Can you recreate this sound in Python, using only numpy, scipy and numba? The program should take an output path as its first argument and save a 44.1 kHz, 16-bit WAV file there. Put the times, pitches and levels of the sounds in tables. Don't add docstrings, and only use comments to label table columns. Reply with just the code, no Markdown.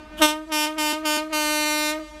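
import sys
import numpy as np
from scipy import signal
from scipy.fft import rfft, irfft, next_fast_len
from scipy.io import wavfile
from numba import njit

SR = 44100
rng = np.random.default_rng(int(sys.argv[2]) if len(sys.argv) > 2 else 0)


def dump(signal):
    limited = np.clip(np.atleast_2d(signal).T, -1, 1)
    pcm = np.round(limited * 32767).astype(np.int16)
    wavfile.write(sys.argv[1], SR, pcm)


def how_loud(loudness_db):
    steps = np.asarray(loudness_db, float) / 20
    return 10 ** steps


N = 97020
LEAD = SR
STEP = 32


def times():
    return (np.arange(N + LEAD) - LEAD) / SR


def curve(points, at):
    return np.interp(at, *np.transpose(points))


def along(points, hz):
    f, v = np.transpose(points)
    return np.interp(np.log(hz + 1), np.log(f + 1), v)


def unit(x):
    return x / np.sqrt(np.mean(x ** 2) + 1e-20)


def wobble(rate, count=1, step=1):
    at = np.arange(0, N + LEAD, step) * rate / SR
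    knots = rng.standard_normal((count, int(at[-1]) + 2))
    return np.array([np.interp(at, np.arange(len(row)), row) for row in knots])


def noise(spectrum):
    m = next_fast_len(N + LEAD)
    white = rfft(rng.standard_normal(m))
    colour = how_loud(along(spectrum, np.fft.rfftfreq(m, 1 / SR)))
    return unit(irfft(white * colour, m)[:N + LEAD])


def echoes(x, decay, wait_s, rise_s=0.0028, dull_hz=20000):
    hz, t, grains = signal.stft(rng.standard_normal(2 * SR), SR, nperseg=256)
    fall = how_loud(-60 * t / along(decay, hz)[:, None])
    rise = 1 - np.exp(-t / rise_s)
    shape = fall * rise / (1 + (hz[:, None] / dull_hz) ** 2)
    tail = signal.istft(grains * shape, SR, nperseg=256)[1]
    late = np.pad(x, (round(wait_s * SR), 0))
    return signal.fftconvolve(late, tail / np.linalg.norm(tail))[:len(x)]


# frequency in Hz, level in dB per Hz.
TRAIN_COLOUR = [(20, -23), (50, -5), (75, -13), (140, -30), (230, -15.5), (450, -29), (2000, -35.5),
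                (14000, -59.5)]
# time in seconds, hum level in dB.
HUM_LOAD = [(0, 1.5), (.5, 1), (.75, -1), (1.08, -14), (1.5, 2), (2.2, 1)]


def train():
    hum_hz = 49.2 + 1.6 * wobble(8.7)[0]
    hum = np.sqrt(2) * np.sin(2 * np.pi * np.cumsum(hum_hz) / SR)
    hum = hum * how_loud(-3 + curve(HUM_LOAD, times()) + 1.7 * wobble(8.9)[0])
    rumble = how_loud(1.6 * wobble(6.02)[0]) * noise(TRAIN_COLOUR)
    return how_loud(-54.5) * (rumble + hum)


# frequency in Hz, time to fall by 60 dB in seconds.
LAND_DECAY = [(300, 2.47), (1500, 2.03), (5000, 1.34), (14000, 0.89)]


def countryside(sent):
    return how_loud(-26) * echoes(sent, LAND_DECAY, wait_s=.1, rise_s=0.084, dull_hz=10900)


def hill(sent):
    hill_hz = 890
    band = signal.butter(1, [hill_hz / 1.25, hill_hz * 1.22], "bandpass", fs=SR)
    return how_loud(-19.5) * echoes(signal.lfilter(*band, sent), [(300, 0.13), (5000, 0.12)], wait_s=.79)


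# frequency in Hz, level in dB per Hz.
PUFF_COLOUR = [(590, -36), (1000, -10), (1560, -6.5), (1900, -27), (3020, 1), (4110, -19.5), (9200, -20.5),
               (14000, -21)]


def puff():
    full_s, rise_s, end_s = 0.191, 0.017, 0.23
    t = times()
    rise_db = -12 * np.clip((full_s - t) / rise_s, 0, 9) ** 2
    end_db = -1000 * np.clip(t - end_s, 0, 1)
    return how_loud(-45.5 + rise_db + end_db) * noise(PUFF_COLOUR)


# opening in seconds, closing in seconds, level in dB,
# release stretch (times), build-up stretch (times).
BLASTS = [
    (-.95, -.82, 0, 1, 1.025),
    (-.68, -.5, 0, 1, 1),
    (.217, .293, .5, 1.2, 0.51),
    (.518, .647, 1, 1.08, 1.31),
    (.78, .914, 0, 1.1, 1.2),
    (1.049, 1.165, 0, 1.05, 1.35),
    (1.323, 1.898, 0, 1.02, 1.38),
]
# seconds from opening, dB lost by the fundamental.
BUILD_UP = [(-.08, 47.5), (-.035, 14), (-.012, 6), (-.003, 4), (.003, 0.46), (0.019, 0)]
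# seconds from closing, dB lost by the fundamental.
DRAIN_AWAY = [(0, 0), (.02, 0.81), (.045, 3), (0.101, 7), (.125, 10), (.15, 20.5), (.3, 72.5)]


def valve(t):
    lack = []
    for opens, closes, _, slow, lazy in BLASTS:
        lack.append(curve(BUILD_UP, (t - opens) / lazy) + curve(DRAIN_AWAY, (t - closes) / slow))
    which, lack_db = np.argmin(lack, axis=0), np.min(lack, axis=0)
    opened, _, level_db, *_ = np.transpose(BLASTS)[:, which]
    settle_hz = 3.5 * np.exp(-np.abs(t - opened) / .045)
    scoop_hz = 18 * (t < opened + .02) * np.tanh(lack_db / 7.5)
    slack_hz = 9 * (1 - np.exp(-lack_db / 3))
    jitter_hz = 0.65 * wobble(40, step=STEP)[0]
    pitch = 302.74 + np.maximum(slack_hz, settle_hz + scoop_hz) + jitter_hz
    return lack_db, level_db, pitch


# frequency in Hz, width in Hz, level in dB.
BELL = [(300, 196, -1.5), (626, 265, -3), (1230, 680, -3.5), (2360, 1560, -10.5)]


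def shock_in_bell(f):
    shock_hz, steepness = 1586, 0.76
    shape = (1 + 1j * f / shock_hz) ** -steepness
    for c, width, db in BELL:
        shape = shape + how_loud(db) * 1j * f * width / (c * c - f * f + 1j * f * width)
    return -shape


# time in seconds, delay in ms, phase turn in radians, level in dB.
BOUNCE = [(.2, 0.4, 2.07, -2), (.55, 0.4085, 1.33, -5.5), (.9, 0.43, 1.42, -4.5), (1.1, 0.472, 2.26, -4.5),
          (1.4, 0.543, 2.47, -5.5), (1.65, 0.571, 2.34, -3), (1.9, 0.61, 2.62, -4.5)]
# delay in ms, level in dB, frequency in Hz above which it is dull.
NEAR = [(1.192, -0.5, 650), (2.612, 2.5, 1010), (1.67, -15, 18000), (2.2, -15, 12000), (4.6, -16, 18000),
        (8.9, -17, 18000), (13.7, -18.5, 14000)]


def nearby_paths(f, t):
    s, *columns = np.transpose(BOUNCE)
    delay_ms, turn, bounce_db = [np.interp(t, s, c) for c in columns]
    bounce = how_loud(bounce_db) * np.exp(1j * (turn - 2 * np.pi * f * delay_ms / 1000))
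    paths = 1 + bounce / (1 + (f / 16000) ** 2)
    drift = 1 + 0.024 * (t - 1)
    for ms, db, dull_hz in NEAR:
        late = np.exp(-2j * np.pi * f * ms * drift / 1000)
        paths = paths + how_loud(db) * late / (1 + (f / dull_hz) ** 2)
    return paths


@njit
def overtones(turns, sizes, step):
    out = np.zeros(len(turns))
    for n in range(len(turns)):
        i, u = divmod(n, step)
        base = spin = np.exp(1j * turns[n])
        for k in range(sizes.shape[1]):
            size = sizes[i, k] + (sizes[i + 1, k] - sizes[i, k]) * (u / step)
            out[n] += (spin * size).real
            spin = spin * base
    return out


def horn():
    horn_db, breath_db = -36, -26
    t = times()[::STEP]
    k = np.arange(1, 48)[:, None]
    lack_db, level_db, pitch = valve(t)
    f = k * pitch
    shimmer_db = 1.48 * np.sqrt(k / 20) * wobble(14, count=len(k), step=STEP)
    lost_db = lack_db * k ** 0.65
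    sent_sizes = shock_in_bell(f) * how_loud(horn_db + level_db - lost_db + shimmer_db)
    heard_sizes = sent_sizes * nearby_paths(f, t)
    turns = 2 * np.pi * np.cumsum(np.interp(times(), t, pitch)) / SR
    sent, heard = [overtones(turns, np.pad(z.T, ((0, 1), (0, 0)), "edge"), STEP)
                   for z in (sent_sizes, heard_sizes)]
    breath_level = how_loud(horn_db + breath_db - 2.5 * np.interp(times(), t, lack_db))
    breath = breath_level * noise([(400, -8), (1200, -9.5), (14000, -6.5)])
    return sent, heard + 3 * breath * (1 + np.abs(unit(sent)))


# frequency in Hz, time to fall by 60 dB in seconds.
CUTTING_DECAY = [(300, 0.19), (2000, 0.2), (12000, 0.25)]


def cutting(sent):
    return how_loud(-14) * echoes(sent, CUTTING_DECAY, wait_s=.012)


def scene():
    sent, heard = horn()
    answers = countryside(sent) + hill(sent) + cutting(sent)
    return (train() + answers + puff() + heard)[None, LEAD:]


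# time in seconds, ms repeated (below zero: skipped).
SLIPS = [(.58, .025), (0.663, 0.2), (.85, 0.012), (.929, 1.55), (1.173, 1.62), (1.49, .025), (1.652, .05),
         (1.926, -.025), (1.993, -0.27)]


def clock_slips(x, t):
    for s, ms in SLIPS:
        fade = np.clip((t - s) * 1000 / 6.1 + .5, 0, 1)
        x = x * (1 - fade) + fade * np.roll(x, round(ms * SR / 1000), axis=1)
    return x


# time in seconds, gain in dB.
GAIN = [(0, 8.5), (.225, 11), (.255, 7.5), (.272, 0), (.36, -1), (.5, -0.5), (1.05, 0.5), (1.9, -1),
        (2.2, 5)]


def camera(x, t):
    clip, knee, top_hz = 0.8, 5, 14400
    x = x * how_loud(curve(GAIN, t))
    x = x / (1 + np.abs(x / clip) ** knee) ** (1 / knee)
    return irfft(rfft(x) / (1 + (np.fft.rfftfreq(N, 1 / SR) / top_hz) ** 110), N)


def low_pass(x):
    return signal.sosfilt(signal.butter(12, 15260, fs=SR, output="sos"), x)


def record(dry):
    t = np.arange(N) / SR
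    mix = camera(clock_slips(dry, t), t)
    return low_pass(mix)


dry = scene()
out = record(dry)
dump(out)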